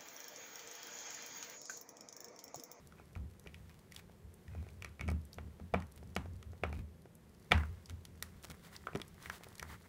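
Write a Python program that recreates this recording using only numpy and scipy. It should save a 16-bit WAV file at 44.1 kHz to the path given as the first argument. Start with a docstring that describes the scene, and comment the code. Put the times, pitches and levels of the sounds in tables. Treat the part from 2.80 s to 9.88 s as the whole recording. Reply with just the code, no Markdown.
"""Still air, a faint brushing of fur and a low floor rumble, then lips smack and teeth knock on a toy:
a small dog gnaws a hard chew toy on foam floor mats in a quiet room, the floor booming under its shifts.
The toy drops with a clack, is picked up again and is chewed and dragged over the mat, heard closer.
Blows are damped modes with noise cracks, rubbing is coloured random slips, the floor is evened noise
bands, and the room is noise that follows each band's stored energy."""
import sys
import numpy as np
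from scipy import signal
from scipy.fft import rfft, irfft, next_fast_len
from scipy.io import wavfile
from scipy.ndimage import uniform_filter1d

SR = 44100
rng = np.random.default_rng(int(sys.argv[2]) if len(sys.argv) > 2 else 0)


def wrap_up_sound(samples):
    """Save the sound to the file named by the first command line argument, as 16-bit audio."""
    columns = np.atleast_2d(samples).T
    # keep every value between -1 and 1, then stretch to whole-number steps
    tamed = np.clip(columns, -1, 1)
    steps = np.round(tamed * 32767).astype(np.int16)
    wavfile.write(sys.argv[1], SR, steps)


N = 312228
TIME = np.arange(N) / SR
HIT_TIME = TIME[:2600]
ATTACK = HIT_TIME < 0.005


def from_db(db):
    """Decibels to gain."""
    return 10 ** (np.asarray(db) / 20)


def rms_one(x):
    """Scale to unit power."""
    return x / np.sqrt(np.mean(x ** 2) + 1e-20)


def attack_one(x):
    """Scale a hit to unit power over its attack."""
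    return x / np.sqrt(np.mean(x[ATTACK] ** 2) + 1e-20)


def at_hz(points, hz, axis=1):
    """Read a table column on a log-frequency axis."""
    points = np.array(points)
    return np.interp(np.log(hz + 1), np.log(points[:, 0]), points[:, axis])


def band(x, low_hz, high_hz):
    """Causal band-pass."""
    edges_hz = [low_hz, min(high_hz, 0.48 * SR)]
    return signal.sosfilt(signal.butter(2, edges_hz, "band", fs=SR, output="sos"), x)


def resonance(x, hz, width_hz):
    """Two-pole resonance, gain 1 at its peak."""
    r = np.exp(-np.pi * width_hz / SR)
    zeros = (1 - r * r) / 2 * np.array([1, 0, -1])
    poles = [1, -2 * r * np.cos(2 * np.pi * hz / SR), r * r]
    return signal.lfilter(zeros, poles, x)


def coloured(x, spectrum):
    """Give a white excitation a spectrum; unit power."""
    gain = from_db(at_hz(spectrum, np.fft.rfftfreq(N, 1 / SR)))
    return rms_one(irfft(rfft(x) * gain, N))


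def add(out, start_s, sound):
    """Mix a sound in at a time."""
    start = int(np.clip(round(start_s * SR), 0, N - 1))
    out[start:start + len(sound)] += sound[:N - start]


def friction(slips_per_s, spread_db, smooth):
    """Tiny random slips of uneven size over a smooth rush."""
    sizes = from_db(spread_db * np.minimum(rng.exponential(1, N), 4)) * rng.choice([-1, 1], N)
    slips = sizes * (rng.random(N) < slips_per_s / SR)
    return rms_one(slips) + smooth * rng.standard_normal(N)


# still-air spectrum: (frequency [Hz], relative density [dB per Hz])
AIR_SPECTRUM = [(15, -57), (25, -10), (64, 2.5), (178, 3), (260, -16.5), (378, -3), (741, -16),
                (919, -16.5), (1490, -22.5), (1620, -21), (4040, -30.5), (14300, -32.5), (15500, -55.5)]
AIR_DB = -62


def still_air():
    """Steady noise shaped to the room's quiet background."""
    return from_db(AIR_DB) * coloured(rng.standard_normal(N), AIR_SPECTRUM)


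# rubbing and hissing spectra, shared by several frictions: (frequency [Hz], relative density [dB per Hz])
RUB_SPECTRUM = [(300, 0.5), (600, -4), (1050, 3), (1600, 1), (2100, 3), (2650, -17.5), (4500, -32),
                (8000, -26.5)]
HISS_SPECTRUM = [(2000, 3), (3500, 5.5), (6000, 0.5), (9000, 0), (12000, -3.5), (15500, -0.5)]
# brushing briskness: (time [s], level [dB], before trim)
SLIDING = [(0.0, -72), (0.47, -80), (0.78, -70), (1.46, -80), (1.72, -69.5), (1.89, -70.5), (2.03, -76.5),
           (2.75, -74), (3.85, -77), (4.24, -87), (4.82, -66.5), (5.33, -76), (5.5, -69), (5.98, -65.5),
           (6.35, -67.5), (6.85, -62.5), (7.08, -71.5)]
BRUSH_TRIM_DB = -3.5
BRUSH_HISS_DB, HISS_FOLLOWS = -75, 0.73   # hiss at mean briskness; its share of the swing


def sliding():
    """Fur and paws slip faintly over the foam; the hiss follows the rub's level in part."""
    rub_db = np.interp(TIME, *np.transpose(SLIDING))
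    hiss_db = BRUSH_HISS_DB + HISS_FOLLOWS * (rub_db - rub_db.mean())
    coarse = friction(slips_per_s=120, spread_db=4.0, smooth=0.8)
    fine = friction(slips_per_s=120, spread_db=4.5, smooth=1.6)
    rub = from_db(rub_db + BRUSH_TRIM_DB) * coloured(coarse, RUB_SPECTRUM)
    return rub + from_db(hiss_db) * coloured(fine, HISS_SPECTRUM)


def floor_mode(low_hz, high_hz, even_s):
    """A broad floor resonance kept swinging by random pushes, at an even strength."""
    swing = band(rng.standard_normal(N), low_hz, high_hz)
    envelope = np.abs(signal.hilbert(swing, next_fast_len(N))[:N])
    power = uniform_filter1d(envelope ** 2, max(int(even_s * SR), 1))
    return rms_one(swing / np.sqrt(power + 1e-12))


PUSH_ATTACK_S = 0.011


def push_envelope(pushes, fall_db_per_s, rest_db):
    """Each push rises, holds and dies away; the strongest one leads."""
    out = np.full(N, from_db(rest_db))
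    for start_s, hold_s, db in pushes:
        start = int(np.clip(start_s * SR, 0, N - 1))
        t = TIME[:min(SR, N - start)]
        rise = np.minimum(t / PUSH_ATTACK_S, 1)
        fall_s = np.maximum(t - PUSH_ATTACK_S - hold_s, 0)
        swell = rise * from_db(db - fall_db_per_s * fall_s)
        out[start:start + len(t)] = np.maximum(out[start:start + len(t)], swell)
    return out


# the dog bears down on the floor: (time [s], hold [s], boom level [dB], thud level [dB])
PUSHES = [(0.354, 0.075, -43.5, -56), (0.655, 0.0088, -55, -58.5), (0.708, 0.16, -58, -64),
          (1.093, 0.064, -63, -72), (1.44, 0.0076, -49, -65), (1.674, .05, -47.5, -63),
          (1.753, 0.049, -42, -54), (1.904, 0.21, -54.5, -66), (2.202, 0.055, -43, -49),
          (2.263, 0.077, -35.5, -44.5), (2.569, 0.1, -48.5, -57.5), (2.805, 0.03, -49.5, -52.5),
          (2.928, 0.031, -40, -38), (3.0, .02, -47, -51.5), (3.158, 0.15, -53, -60),
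          (3.358, 0.0081, -43, -41), (3.408, 0.14, -47, -58), (3.658, 0.038, -47, -60.5),
          (3.819, 0.17, -42.5, -51), (4.019, 0.019, -46, -56), (4.705, 0.011, -42, -36),
          (4.741, 0.0071, -26.5, -39.5), (4.794, 0.012, -35, -47), (4.882, 0.016, -42, -60),
          (5.097, .04, -44.5, -58.5), (5.257, 0.32, -58, -62.5), (5.685, .02, -55.5, -54.5),
          (6.14, 0.0082, -57, -44), (6.457, 0.047, -57, -61), (6.81, 0.12, -55, -62)]
BOOM_FALL_DB_PER_S, THUD_FALL_DB_PER_S = 177, 277.5
BOOM_REST_DB, THUD_REST_DB = -68.5, -66   # the floor is never quite still


def floor():
    """The floor booms and thuds as the dog bears down; the thud dies sooner."""
    boom = floor_mode(low_hz=69, high_hz=90, even_s=0.028)
    thud = floor_mode(low_hz=140.2, high_hz=221.6, even_s=0.022)
    boom_pushes = [(s, hold_s, boom_db) for s, hold_s, boom_db, _ in PUSHES]
    thud_pushes = [(s, hold_s, thud_db) for s, hold_s, _, thud_db in PUSHES]
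    boom_gain = push_envelope(boom_pushes, BOOM_FALL_DB_PER_S, BOOM_REST_DB)
    thud_gain = push_envelope(thud_pushes, THUD_FALL_DB_PER_S, THUD_REST_DB)
    return boom_gain * boom + thud_gain * thud


# bright bands of a crack, edge then tick: (low [Hz], high [Hz])
CRACK_BANDS = [(3900, 6770), (7600, 12400)]


def crack(levels_db, decay_s):
    """A bright noise burst that dies within milliseconds."""
    fade = np.exp(-HIT_TIME / decay_s)
    out = np.zeros(len(fade))
    for db, (low_hz, high_hz) in zip(levels_db, CRACK_BANDS):
        burst = rng.standard_normal(len(fade)) * fade
        out += from_db(db) * attack_one(band(burst, low_hz, high_hz))
    return out


# wet clicks of lips and tongue: (time [s], edge level [dB])
SMACKS = [(0.0722, -66), (0.5962, -63.5), (1.1467, -61), (1.5403, -86), (2.3147, -70), (2.4525, -78),
          (2.5308, -53), (2.542, -61), (3.1212, -68), (3.161, -83), (3.353, -55), (4.353, -91),
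          (5.058, -55.5), (5.6279, -67), (5.964, -48.5), (6.1722, -60), (6.2797, -68), (6.426, -58.5),
          (6.6858, -65), (6.754, -60), (6.7816, -57)]
SMACK_TICK_DB = -61   # the top of every smack is equally strong
TICKS_PER_S, TICK_DB, TICK_SPREAD_DB = 5.5, -72.5, 2.5


def smacks():
    """Films of saliva snap as lips and tongue part; fainter ones tick at random times."""
    out = np.zeros(N)
    for s, edge_db in SMACKS:
        add(out, s, crack((edge_db, SMACK_TICK_DB), decay_s=0.0017))
    count = round(TICKS_PER_S * N / SR)
    for s, edge, tick in rng.uniform((0, -1, -1), (N / SR, 1, 1), (count, 3)):
        add(out, s, crack(TICK_DB + TICK_SPREAD_DB * np.array([edge, tick]), decay_s=0.0022))
    return out


def modal_ring(modes, grip, spread_db, rise_s, boost_db=0):
    """Damped modes; random shifts in pitch and strength make every ring differ, as under a new grip."""
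    hz, db, t60_s = np.transpose(modes)[:, :, None]
    shift, strength = rng.uniform(-1, 1, (2, *hz.shape))
    gain = from_db(db + boost_db + spread_db * strength - 60 * HIT_TIME / t60_s)
    sign = (-1) ** np.arange(len(modes))[:, None]
    phase = 2 * np.pi * hz * (1 + grip * shift) * HIT_TIME
    ring = np.sum(sign * gain * np.sin(phase), axis=0)
    return attack_one(ring * (1 - np.exp(-HIT_TIME / rise_s)))


def favour(modes, pitch_hz, top_db, octaves):
    """Favour the modes near one pitch: dB for each mode."""
    distance = np.log2(np.array(modes)[:, :1] / pitch_hz) / octaves
    return top_db * np.exp(-distance ** 2)


# gripped toy, registers body, hollow, clack, rim: (nominal frequency [Hz], relative level [dB], T60 [s])
TOY_MODES = [
    [(411, 2, 0.019), (699, 3, 0.017), (860, -2.5, 0.026)],
    [(934, 3.5, 0.01), (1300, 6.5, 0.013), (1427, 9, 0.0071), (1633, -2, 0.017)],
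    [(1917, 0.5, 0.018), (2290, -1.5, 0.022), (2526, 1, 0.0084)],
    [(2947, -1, 0.014), (3250, -4.5, 0.021), (3520, 6, 0.0053)],
]
# how readily each register answers: (relative level [dB])
REGISTER_DB = [-1, 1.5, -1.5, -7.5]
TILT_PIVOT_HZ = 1500   # positive tilt (hard) lifts the ring above this pitch, negative (soft) below
TICK_UNDER_EDGE_DB, GLANCE_BRIGHTENS = 5, 0.13   # brighter top when the crack outweighs the ring


def knock(pitch_hz, level_db, tilt_db_per_octave, crack_db):
    """A crack and a ring: hardness tilts the toy's registers, the spot struck favours one pitch."""
    tick_db = crack_db - TICK_UNDER_EDGE_DB + GLANCE_BRIGHTENS * (crack_db - level_db)
    sound = crack((crack_db, tick_db), decay_s=0.0015)
    for sign, answer_db, modes in zip((1, -1, -1, 1), REGISTER_DB, TOY_MODES):
        octaves_up = np.mean(np.log2(np.array(modes)[:, 0] / TILT_PIVOT_HZ))
        favour_db = favour(modes, pitch_hz, top_db=11, octaves=0.23).max()
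        db = level_db + answer_db + tilt_db_per_octave * octaves_up + favour_db
        boost_db = favour(modes, pitch_hz, top_db=10.0, octaves=0.21)
        ring = modal_ring(modes, grip=0.026, spread_db=2.5, rise_s=0.00041, boost_db=boost_db)
        sound = sound + sign * from_db(db) * ring
    return sound


# teeth and floor strike the toy, except near 5.42 s, where one hears a bright two-step click:
# (time [s], favoured pitch [Hz], base level [dB], tilt [dB per octave], crack edge level [dB])
SHARP_KNOCKS = [(0.1228, 1340, -69, 2, -74), (0.1973, 1330, -74.5, -17, -74),
                (0.3524, 2330, -67.5, 6.5, -69), (0.3603, 1150, -63, -6, -75), (0.66, 2440, -70.5, -7, -75),
                (0.6715, 2520, -69.5, 14, -64), (0.7434, 2640, -65.5, 7, -63),
                (0.8945, 1830, -74.5, 1, -67), (1.1211, 1980, -71.5, 14, -57.5),
                (1.163, 3500, -67, 13, -52.5), (1.195, 2100, -74, 8, -72), (1.68, 1800, -75, 11, -72),
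                (1.888, 2400, -69, -0.5, -69), (2.0223, 2530, -56, 1, -56), (2.046, 2140, -52.5, 0.5, -52),
                (2.1944, 2280, -58.5, -2, -69), (2.2098, 2400, -50, 0, -54.5), (2.279, 2670, -58, -1, -58),
                (2.2857, 2210, -50, -7.5, -59), (2.2888, 2350, -56, -6, -65), (2.3017, 2430, -67, 5, -56),
                (2.584, 587, -50, -1.5, -70), (2.9385, 730, -42.5, -4, -55.5),
                (2.9429, 2240, -40.5, -7.5, -61), (2.9446, 1005, -45, -4, -69), (3.002, 1200, -67, 7, -63),
                (3.022, 2040, -63, 2, -64.5), (3.3635, 2870, -40, -5, -46), (3.3662, 3040, -57, 1, -59),
                (3.6274, 1310, -69.5, 14, -62.5), (3.8354, 2410, -40, -7.5, -62),
                (3.8382, 2240, -55, 6, -58.5), (3.8499, 1230, -56.5, -6, -82),
                (3.9273, 2340, -56, -7.5, -62.5), (4.7118, 2120, -45, -1, -54),
                (4.7178, 2110, -30.5, 4, -49), (4.7192, 3370, -35, 4, -41), (4.7217, 760, -37, -3, -50),
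                (4.744, 1840, -51, 2.5, -74), (4.761, 1550, -55, 0, -78), (4.7784, 1640, -55.5, -2, -57),
                (4.8337, 1430, -57, -1, -68), (5.0968, 3600, -59.5, 1, -56), (5.2519, 3710, -66, 8, -53.5),
                (5.4243, 1990, -53, 0, -59), (5.4253, 2400, -92, 8, -42.5), (5.6452, 553, -57, -2.5, -53),
                (5.6998, 1384, -70, -13.5, -54), (5.952, 2010, -76, 19, -75),
                (6.0697, 1350, -48.5, -2.5, -68), (6.0846, 1410, -61.5, -11, -84),
                (6.132, 2500, -61.5, -7, -83), (6.15, 445, -49.5, 2.5, -59), (6.157, 450, -47, -0.5, -54),
                (6.199, 450, -54, 0.5, -63), (6.2163, 3850, -54.5, 7, -52), (6.458, 1990, -56, 1.5, -62),
                (6.4982, 1660, -50, 3, -51), (6.796, 2090, -62.5, 15, -49.5),
                (6.8271, 1760, -53.5, -2.5, -51), (6.9415, 1440, -68.5, 0, -81)]
# jaws close on the toy with a soft, dull knock: (time [s], base level [dB])
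CHOMPS = [(0.6622, -65), (1.2953, -70), (1.749, -63), (1.8258, -69.5), (1.8659, -70), (2.3155, -58.5),
          (2.7981, -64), (3.2278, -65.5), (3.4572, -63), (3.7323, -66.5), (3.9, -64.5), (4.2555, -66.5),
          (6.6078, -66.5), (6.6666, -65.5)]
CHOMP_HZ, CHOMP_TILT_DB_PER_OCTAVE = 454, -5.5
CHOMP_CRACK_REL_DB = -11.5


def knocks():
    """Sharp knocks, a bright two-step click and dull chomps, all from the same modes and cracks."""
    out = np.zeros(N)
    for s, *settings in SHARP_KNOCKS:
        add(out, s, knock(*settings))
    for s, db in CHOMPS:
        add(out, s, knock(CHOMP_HZ, db, CHOMP_TILT_DB_PER_OCTAVE, db + CHOMP_CRACK_REL_DB))
    return out


# hollow shell resonances: (frequency [Hz], width [Hz], level before trim [dB])
SHELL_MODES = [(482, 22, -10), (712, 22, -10), (1000, 14, -6), (1040, 14, -7), (1200, 20, -4),
               (1410, 16, -7), (1550, 18, -10), (1840, 20, -10), (2218, 28, -6), (2420, 30, -6),
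               (2860, 40, -15), (3370, 50, -11)]
SHELL_TRIM_DB = -0.5


def shell(x, delay_s):
    """Knocks and gnawing travel into the hollow shell, whose narrow resonances ring on faintly."""
    driven = np.pad(x, round(delay_s * SR))[:N] + 1e-18
    ring = sum(from_db(db) * resonance(driven, hz, width_hz) for hz, width_hz, db in SHELL_MODES)
    return from_db(SHELL_TRIM_DB) * ring


# room's answer to a knock: (frequency [Hz], level [dB], T60 [s])
ROOM = [(150, 0, 0.42), (400, -12.5, 0.13), (1020, -5, 0.29), (2110, -10, 0.26), (3240, -13.5, 0.19),
        (7100, -11, 0.31), (15000, -14.5, 0.14)]


def room(x, build_s):
    """Diffuse echoes: each band's energy builds up in the room and dies away at its own rate."""
    edges_hz = np.geomspace(130, 16000, 15)
    white = rng.standard_normal((2, N))
    build = np.exp(-1 / (build_s * SR))
    out = np.zeros(N)
    for k, (low_hz, high_hz) in enumerate(zip(edges_hz, edges_hz[1:])):
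        centre_hz = np.sqrt(low_hz * high_hz)
        t60_s = at_hz(ROOM, centre_hz, axis=2)
        keep = from_db(-60 / (t60_s * SR)) ** 2
        energy = band(x + 1e-9 * white[0], low_hz, high_hz) ** 2
        stored = signal.lfilter([1 - keep], [1, -keep], energy)
        stored = signal.lfilter([1 - build], [1, -build], stored)
        carrier = rms_one(band(white[k % 2], low_hz, high_hz))
        out += from_db(at_hz(ROOM, centre_hz)) * np.sqrt(stored) * carrier
    return out


def strokes(rows, taper):
    """Strokes swell and fade: one gain curve for their middle range, one for their hiss."""
    middle, hiss = np.zeros((2, N))
    for start_s, end_s, middle_db, hiss_db in rows:
        length = max(int((end_s - start_s) * SR), 2)
        swell = signal.windows.tukey(length, np.clip(taper, 0, 1))
        add(middle, start_s, from_db(middle_db) * swell)
        add(hiss, start_s, from_db(hiss_db) * swell)
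    return middle, hiss


# rasping spectrum: (frequency [Hz], relative density [dB per Hz])
RASP_SPECTRUM = [(300, 3), (700, -1), (1300, 2.5), (1900, -1), (2250, 12.5), (2500, -25), (2750, -12),
                 (3200, -11), (7000, -53)]
# teeth skid over the toy: (start [s], end [s], rasp level [dB], hiss level [dB]), before trim
GNAWS = [(0.16, 0.23, -60, -89), (0.35, 0.39, -66, -63), (0.655, 0.7, -65, -82), (0.88, 0.94, -74, -76),
         (1.1, 1.22, -67, -58.5), (1.67, 1.92, -67.5, -88), (2.042, 2.09, -60, -81), (2.19, 2.25, -57, -81),
         (2.27, 2.34, -68, -69), (3.15, 3.19, -77, -57.5), (3.92, 4.03, -59.5, -61.5),
         (5.08, 5.12, -61, -58.5), (5.632, 5.655, -65.5, -51), (5.695, 5.724, -58, -51),
         (6.625, 6.65, -65, -53)]
GNAW_RASP_TRIM_DB, GNAW_HISS_TRIM_DB = -5.5, -4


def gnawing():
    """Teeth catch and slip on the toy in a quick, uneven crackle that rings briefly in its rim."""
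    rasp, hiss = strokes(GNAWS, taper=0.6)
    slips = friction(slips_per_s=260, spread_db=4.5, smooth=0.25)
    low_rim = resonance(slips, 2485, width_hz=90)
    high_rim = from_db(-19.5) * resonance(slips, 3800, width_hz=260)
    crackle = coloured(slips, RASP_SPECTRUM) + from_db(-3) * rms_one(low_rim + high_rim)
    rasping = from_db(GNAW_RASP_TRIM_DB) * rasp * crackle
    return rasping + from_db(GNAW_HISS_TRIM_DB) * hiss * coloured(slips, HISS_SPECTRUM)


# toy skids or is dragged over the mat: (start [s], end [s], rub level [dB], hiss level [dB]), before trim
DRAGS = [(4.715, 4.86, -58, -82), (5.81, 5.91, -68.5, -71.5), (5.9, 5.99, -65, -70),
         (6.38, 6.52, -66, -69.5), (6.49, 6.6, -64.5, -66), (6.85, 6.985, -59.5, -69),
         (7.03, 7.08, -68, -80)]
DRAG_RUB_TRIM_DB, DRAG_HISS_TRIM_DB = 6.5, 10


def dragging():
    """The toy's tip runs over the fine grain of the foam, and its hollow body colours the rush."""
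    rub, hiss = strokes(DRAGS, taper=0.9)
    grain = friction(slips_per_s=500, spread_db=3.5, smooth=0.45)
    rush = friction(slips_per_s=4700, spread_db=2.0, smooth=1.5)
    rubbing = from_db(DRAG_RUB_TRIM_DB) * rub * coloured(grain, RUB_SPECTRUM)
    return rubbing + from_db(DRAG_HISS_TRIM_DB) * hiss * coloured(rush, HISS_SPECTRUM)


# mat under the toy: (nominal frequency [Hz], relative level [dB], T60 [s])
MAT_MODES = [(140, -0.5, 0.062), (296, -0.5, 0.074), (397, -2.5, 0.1), (550, -25, 0.022)]
# toy bumps down flat on the mat: (time [s], level [dB])
BUMPS = [(6.1501, -35.5), (6.158, -45), (6.2, -49)]


def bumps():
    """The foam softens the toy's landing to a low, hollow bump of damped modes."""
    out = np.zeros(N)
    for s, db in BUMPS:
        ring = modal_ring(MAT_MODES, grip=0.015, spread_db=1.0, rise_s=0.00077)
        add(out, s, from_db(db) * ring)
    return out


def scene():
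    """Mouth and toy in the room, over the floor's boom and still air."""
    toy = knocks() + gnawing()
    chewing = toy + bumps() + smacks()
    ringing = shell(toy, delay_s=0.004)
    # the sound turns drier from 5.2 to 5.9 s and stays so
    wet_db = np.interp(TIME, [5.2, 5.9], [-2, -4.5])
    echoes = room(chewing * from_db(wet_db), build_s=0.0014)
    return (chewing + ringing + echoes + dragging() + sliding() + floor() + still_air())[None]


CUTOFF_HZ = 15700


def record(dry):
    """The top is cut steeply by an elliptic low-pass."""
    return signal.sosfilt(signal.ellip(10, 0.2, 70, CUTOFF_HZ, fs=SR, output="sos"), dry)


dry = scene()
out = record(dry)
wrap_up_sound(out)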